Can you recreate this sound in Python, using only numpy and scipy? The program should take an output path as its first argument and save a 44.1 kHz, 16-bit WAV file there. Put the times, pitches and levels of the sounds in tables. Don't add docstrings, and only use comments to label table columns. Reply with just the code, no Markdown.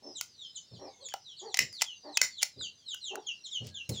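import sys
import numpy as np
from scipy import signal
from scipy.io import wavfile

SR = 44100
rng = np.random.default_rng(int(sys.argv[2]) if len(sys.argv) > 2 else 0)


def wav_record(signal):
    frames = np.transpose(np.atleast_2d(signal))
    bounded = np.clip(frames, -1, 1)
    quanta = np.round(bounded * 32767).astype(np.int16)
    wavfile.write(sys.argv[1], SR, quanta)


N = 176400

# (frequency [Hz], level [dB])
AIR_SPECTRUM = [(25, -10.5), (110, 5), (250, -2), (500, -6.5), (1000, -11.5), (2300, -13.5), (3100, -7),
                (4200, -5), (6500, -11), (8200, -18.5), (10000, -19.5), (13000, -32), (15500, -23.5)]
# (time [s], level [dB])
BACKGROUND_DRIFT = [(.3, -1.5), (1.2, -2.5), (2.8, -3), (3.6, -1.5)]
# (frequency [Hz], T60 [s])
YARD_DECAY = [(200, 0.14), (1000, 0.25), (3000, 0.17), (8000, 0.12)]

# (time [s], length [s], pitch [Hz], level [dB], roughness [0-1], tilt [dB/octave])
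CLUCKS = [(0.011, 0.13, 290.6, -53.5, 0.58, -2), (0.782, 0.13, 300.3, -49, 0.7, 1),
          (0.984, 0.0864, 548, -59, 0.24, -0.5), (1.41, 0.099, 441.6, -47, 0.33, 2),
          (2.032, 0.097, 304, -48, 0.5, 3), (3.101, 0.097, 440.7, -43, 0.45, 0)]
# (frequency [Hz], gain [dB])
THROAT = [(100, -65.5), (230, 4.5), (400, 10.5), (600, 7.5), (900, 7.5), (1150, -3.5), (1450, -21),
          (1900, -10), (3000, -48), (8000, -67)]
CLUCK_ARCH, CLUCK_JITTER = 0.23, 0.042

# (time [s], length [s], first pitch [Hz], last pitch [Hz], level [dB], overtone [dB])
PEEPS = [(0.018, 0.12, 5320, 4970, -50.5, -13), (0.145, 0.06, 4220, 2940, -48, 6),
         (0.373, 0.11, 4113, 2995, -47, -12), (0.434, 0.09, 5190, 5050, -56, -21),
         (0.542, 0.043, 4280, 2970, -47.5, 7.5), (0.728, 0.05, 4500, 2945, -56, -7),
         (0.769, 0.14, 5620, 4200, -58.5, -25), (0.814, 0.17, 3180, 2150, -73, -20),
         (1.003, 0.077, 4427, 3237, -50.5, 6.5), (1.076, 0.09, 3700, 2840, -52.5, -33),
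         (1.236, 0.12, 4214, 2846, -51, -17.5), (1.362, 0.055, 4495, 3034, -49, 1),
         (1.438, 0.13, 4710, 2740, -53.5, -1), (1.679, 0.15, 5063, 2700, -48.5, -12),
         (1.882, .15, 6190, 5850, -62, -27), (1.847, 0.099, 3755, 2785, -44, -9.5),
         (2.021, 0.09, 4840, 3980, -56.5, -16), (2.117, 0.079, 4310, 2960, -46, 0),
         (2.294, 0.076, 4630, 4080, -54, -16), (2.365, 0.064, 4150, 2710, -42, -9),
         (2.568, 0.12, 4845, 4500, -52, 7), (2.586, 0.095, 4220, 2770, -39.5, -3),
         (2.853, 0.11, 4286, 2790, -41.5, -4), (3.004, .128, 4310, 2595, -41, -1.5),
         (3.262, 0.068, 3705, 2683, -35.5, -2), (3.433, 0.053, 4390, 3020, -44.5, -1.5),
         (3.507, 0.089, 3974, 2814, -37.5, -6), (3.735, 0.095, 3880, 2680, -42, -7),
         (3.903, 0.072, 4420, 3320, -47, 0.5), (3.959, 0.092, 3830, 2840, -38.5, -9)]
# (frequency [Hz], T60 [s])
EARLY_DECAY = [(3000, 0.17), (7000, 0.18)]
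PEEP_RISE, PEEP_FALL = 0.23, 0.18
LINGER_HZ = 3954
BEAK_HZ, BEAK_WIDTH_HZ = 6836, 865
HALF_ECHO_DB = -52
FAR_PEEPS_PER_S, FAR_PEEP_HZ = 28, 5256

# (time [s], level [dB], rattle [s], frame ring [dB], treble [dB], tail [dB])
CLICKS = [(0.2111, -25, 0.0019, -9, 9.5, -13.5), (1.0876, -32, 0.00041, -20, -11, -6),
          (1.139, -26, 0.00074, -6, 7.5, -15.5), (1.5431, -21, 0.0046, -1.5, -6, -13),
          (1.5714, -25.5, 0.0036, 8, 4.5, -22), (1.5899, -21, 0.0054, 11, 6, -15),
          (1.5904, -14.5, 0.0025, 5.5, 1, -5), (1.7281, -39.5, 0.00041, -4, 11.5, -1),
          (1.8117, -27, 0.0023, -24.5, -11, -6.5), (1.8192, -14, 0.00081, -27, 10, -20),
          (1.8215, -19.5, 0.0044, 6.5, 4.5, -23), (2.1719, -16, 0.0046, -27, 1.5, -25),
          (2.2145, -14.5, 0.00089, -5.5, 0, -14.5), (2.2163, -14.5, 0.0024, 9, 8, -6.5),
          (2.4219, -37.5, 0.0062, -8.5, 13, -12.5), (2.4286, -19.5, 0.0059, 2, 1, -14),
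          (2.4314, -17, 0.0013, -8, 10.5, -18), (2.9445, -56.5, 0.0034, -25, 29.5, -16),
          (3.1555, -41, 0.0031, -20, 14.5, -31), (3.669, -56, 0.0026, -12, 26.5, -18.5),
          (3.892, -40, 0.01, -15, 13.5, -30), (3.8942, -47.5, 0.01, -22, 17.5, -6)]
# (frequency [Hz], level [dB])
STEEL_SPECTRUM = [(300, -32), (650, -6), (1200, -14), (2000, 4), (2600, 5), (3600, 0.5), (5300, 5.5),
                  (7100, 5.5), (8000, -9.5), (9700, -6.5), (13000, -21.5), (15300, -6.5), (16500, -25.5)]
# (frequency [Hz], level [dB], T60 [s])
STEEL_MODES = [(4570, 5.5, 0.023), (5386, 5.5, 0.018), (6060, -11, 0.01), (7200, 2, 0.021)]
# (frequency [Hz], level [dB], T60 [s])
FRAME_MODES = [(2044, -8.5, 0.021)]
# (time [s], frequency [Hz], level [dB], T60 [s])
TAPS = [(.2112, 1450, -38, 0.031), (1.1242, 1640, -44.5, .018), (1.1405, 786, -24.5, 0.028),
        (1.1422, 1380, -32.5, 0.013), (1.544, 767, -33.5, 0.037), (1.5915, 2475, -17.5, 0.019),
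        (1.8212, 885, -32, 0.025), (1.8215, 1525, -40, .016), (2.173, 890, -36.5, 0.026),
        (2.1728, 2577, -17.5, 0.023), (2.2168, 1520, -25.5, 0.022), (2.4305, 800, -32.5, .012),
        (2.611, 1495, -42, 0.022), (2.945, 1517, -41.5, 0.028), (3.156, 1474, -28.5, 0.01)]
# (frequency [Hz], T60 [s])
NEAR_DECAY = [(100, 0.16), (500, 0.16), (2000, 0.18), (5000, 0.21), (7300, 0.18), (10000, 0.16),
              (15000, 0.15)]
# (frequency [Hz], level [dB])
SPRING_PARTIALS = [(1975, 1.5), (2077, 2.5), (2170, -1.5), (2441, -2.5), (4170, -5.5), (5325, -6.5),
                   (5780, -9), (6815, -2), (7271, 6)]
CONTACT_S, TREBLE_HZ = .0001, 8100
SPRING_SWELL_S, SPRING_T60_S = 0.0092, 0.24

# (time [s], level [dB], push [s], scuff [dB])
BUMPS = [(0.709, -32.5, 0.043, -8), (1.592, -61.5, 0.022, 23.5), (1.612, -44, 0.01, -4.5),
         (2.217, -53.5, 0.0016, -4), (2.558, -38.5, 0.098, 2.5), (3.603, -24.5, 0.048, -10),
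         (3.89, -24.5, 0.014, -7)]
# (frequency [Hz], level [dB], T60 [s])
BOARD_MODES = [(89.2, -10.5, 0.5), (118.5, 7, 0.18), (150, -8, 0.29), (211, -14.5, 0.41)]
# (frequency [Hz], level [dB])
SCUFF_SPECTRUM = [(35, -29), (80, 2), (200, -2), (330, -7), (520, -5), (800, -21), (2000, -41.5),
                  (7000, -46), (14000, -74)]
SCUFF_T60_S = 0.24

# (time [s], length [s], level [dB])
RUSTLES = [(1.792, 0.074, -37.5), (2.408, 0.026, -39.5), (3.615, 0.12, -53.5), (3.91, 0.11, -53)]
# (frequency [Hz], level [dB])
LEAF_SPECTRUM = [(300, -18), (1500, -7), (3000, 5), (5500, 7.5), (8000, -2), (12000, -20.5), (15000, -39)]
CRACKLES_PER_S = 3000

# (time [s], length [s], first pitch [Hz], last pitch [Hz], level [dB])
WHISTLES = [(3.423, 0.204, 2120, 2200, -76), (3.661, 0.17, 1685, 1568, -67)]

MIC_CEILING, MIC_LOW_HZ, MIC_HIGH_HZ = .65, 56, 16100


def amp(db):
    return 10 ** (np.asarray(db) / 20)


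def unit(x):
    return x / np.sqrt(np.mean(x ** 2) + 1e-20)


def read(points, hz):
    f, value = np.transpose(points)
    return np.interp(np.log(hz + 1), np.log(f + 1), value)


def add(mix, s, sound):
    part = mix[round(s * SR):][:len(sound)]
    part += sound[:len(part)]


def highpass(hz):
    return signal.butter(2, hz, "high", fs=SR, output="sos")


def colour(x, points, size=2048):
    log_gain = np.log(amp(read(points, abs(np.fft.fftfreq(size, 1 / SR)))))
    taps = np.fft.ifft(np.exp(np.conj(signal.hilbert(log_gain)))).real
    return signal.fftconvolve(x, taps / np.linalg.norm(taps))[:len(x)]


def wander(t, rate_hz):
    knots = rng.standard_normal(512)
    return np.interp(t * rate_hz, np.arange(len(knots)), knots)


def ring(modes, t):
    return sum(amp(db - 60 * t / t60) * np.sin(2 * np.pi * hz * t) for hz, db, t60 in modes)


def echo(x, t60s, swell_s):
    hz, t, bands = signal.stft(rng.standard_normal(SR // 2), SR, nperseg=128)
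    tail = signal.istft(bands * amp(-60 * t / read(t60s, hz)[:, None]), SR)[1]
    tail *= 1 - np.exp(-(np.arange(len(tail)) / SR / swell_s) ** 2)
    return signal.fftconvolve(x, tail / np.linalg.norm(tail))[:len(x)]


def drift():
    return amp(np.interp(np.arange(N) / SR, *np.transpose(BACKGROUND_DRIFT)))


def air():
    return amp(-66.5) * drift() * colour(rng.standard_normal(N), AIR_SPECTRUM)


def hen():
    out = np.zeros(N)
    for s, length, top_hz, db, rough, tilt_db in CLUCKS:
        t = np.arange(0, length, 1 / SR)
        arch = np.sin(np.pi * t / length)
        pitch = top_hz * (1 - CLUCK_ARCH * (1 - arch)) * (1 + CLUCK_JITTER * wander(t, 200))
        cycles = np.cumsum(pitch) / SR
        folds = sum(np.cos(2 * np.pi * k * cycles) / np.sqrt(k) for k in range(1, 8))
        puffs = rng.standard_normal(SR)[:len(t)] * np.exp(-(cycles % 1) / 0.67)
        throat = [(hz, gain + tilt_db * np.log2(hz)) for hz, gain in THROAT]
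        voice = (1 - rough) * unit(colour(folds, throat)) + rough * unit(colour(puffs, throat))
        add(out, s, amp(db) * arch * unit(voice))
    return out + amp(-4) * echo(out, YARD_DECAY, swell_s=0.0022)


def peep(length, first_hz, last_hz, db, overtone_db):
    t = np.arange(0, length, 1 / SR)
    progress = t / length
    linger = (first_hz / LINGER_HZ) ** 4
    hz = last_hz + (first_hz - last_hz) * (1 - progress ** linger) ** 1.6
    hz *= 1 + .011 * wander(t, 250)
    phase = 2 * np.pi * np.cumsum(hz) / SR
    beak = 1 / (1 + ((2 * hz - BEAK_HZ) / BEAK_WIDTH_HZ) ** 2) ** 2
    ramp = np.clip(np.minimum(progress / PEEP_RISE, (1 - progress) / PEEP_FALL), 0, 1)
    level = np.sin(np.pi / 2 * ramp) ** 2
    level *= 1 + .17 * wander(t, 600)
    level *= amp(db + 3 * wander(t, 144.9))
    return np.sqrt(2) * level * (np.sin(phase) + amp(overtone_db) * beak * np.sin(2 * phase))


def chicks():
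    near, far = np.zeros(N), np.zeros(N)
    for s, length, first_hz, last_hz, db, overtone_db in PEEPS:
        call = np.pad(peep(length, first_hz, last_hz, db, overtone_db), (0, SR // 5))
        early = amp(.17 * (HALF_ECHO_DB - db)) * echo(call, EARLY_DECAY, swell_s=0.0041)
        add(near, s, np.std(call) * unit(call + early))
    for k, (when, high, drop) in enumerate(rng.random((int(FAR_PEEPS_PER_S * N / SR), 3))):
        first_hz = FAR_PEEP_HZ * (0.72 + .5 * high)
        last_hz = first_hz * (1 - 0.25 * np.sqrt(drop))
        add(far, (k + when) / FAR_PEEPS_PER_S, peep(0.12, first_hz, last_hz, db=-65.5, overtone_db=-8.5))
    far *= drift()
    return near + 0.34 * far + echo(amp(-14) * near + far, YARD_DECAY, swell_s=0.0092)


def stapler():
    t = np.arange(SR // 10) / SR
    direct, to_echo = np.zeros(N), np.zeros(N)
    for s, db, rattle_s, frame_db, treble_db, tail_db in CLICKS:
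        envelope = (1 - np.exp(-t / CONTACT_S)) * np.exp(-(t / rattle_s) ** 2)
        contact = rng.choice([-1., 1.], len(t)) * envelope
        crack = amp(-1) * np.std(contact) * unit(colour(contact, STEEL_SPECTRUM))
        crack += (amp(treble_db) - 1) * signal.sosfiltfilt(highpass(TREBLE_HZ), crack, padtype=None)
        click = amp(db) * (crack + amp(-16) * ring(STEEL_MODES, t) + amp(frame_db) * ring(FRAME_MODES, t))
        add(direct, s, click)
        add(direct, s, amp(tail_db - 11) * np.linalg.norm(click) * spring())
        add(to_echo, s, amp(tail_db) * click)
    for s, hz, db, t60 in TAPS:
        tap = ring([(hz, db, t60)], t)
        add(direct, s, tap)
        add(to_echo, s, amp(-13.5) * tap)
    heard = direct + echo(to_echo, NEAR_DECAY, swell_s=0.011)
    return signal.sosfilt(highpass(hz=430), heard)


def spring():
    t = np.arange(SR // 3) / SR
    partials = sum(amp(db) * np.sin(2 * np.pi * (hz * t + rng.random())) * (1 + .5 * wander(t, 60))
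                   for hz, db in SPRING_PARTIALS)
    shiver = partials * (1 - np.exp(-t / SPRING_SWELL_S)) * amp(-60 * t / SPRING_T60_S)
    return shiver / np.linalg.norm(shiver)


def boards():
    t, out = np.arange(SR // 2) / SR, np.zeros(N)
    boom = amp(-6) * ring(BOARD_MODES, t)
    for s, db, push_s, scuff_db in BUMPS:
        scuff = colour(rng.standard_normal(len(t)), SCUFF_SPECTRUM) * amp(-60 * t / SCUFF_T60_S)
        push = 1 - np.exp(-t / push_s)
        add(out, s, amp(db) * push * (boom + amp(scuff_db) * scuff))
    return out


def leaf():
    out = np.zeros(N)
    for s, length, db in RUSTLES:
        cracks = rng.random(SR) < CRACKLES_PER_S / SR
        grains = (cracks * rng.standard_normal(SR))[:int(length * SR)]
        add(out, s, amp(db) * unit(colour(grains, LEAF_SPECTRUM)) * np.hanning(len(grains)))
    return out


def bird():
    out = np.zeros(N)
    for s, length, first_hz, last_hz, db in WHISTLES:
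        hz = np.linspace(first_hz, last_hz, int(length * SR))
        add(out, s, amp(db) * np.hanning(len(hz)) * np.sin(2 * np.pi * np.cumsum(hz) / SR))
    return out + .5 * echo(out, YARD_DECAY, swell_s=0.035)


def scene():
    return (air() + hen() + chicks() + stapler() + boards() + leaf() + bird())[None]


def record(dry):
    rounded = MIC_CEILING * np.tanh(dry / MIC_CEILING)
    thinned = signal.sosfilt(highpass(MIC_LOW_HZ), rounded)
    band_limit = signal.firwin(255, MIC_HIGH_HZ, window=("kaiser", 8), fs=SR)
    return signal.oaconvolve(thinned, band_limit[None], "same")


dry = scene()
out = record(dry)
wav_record(out)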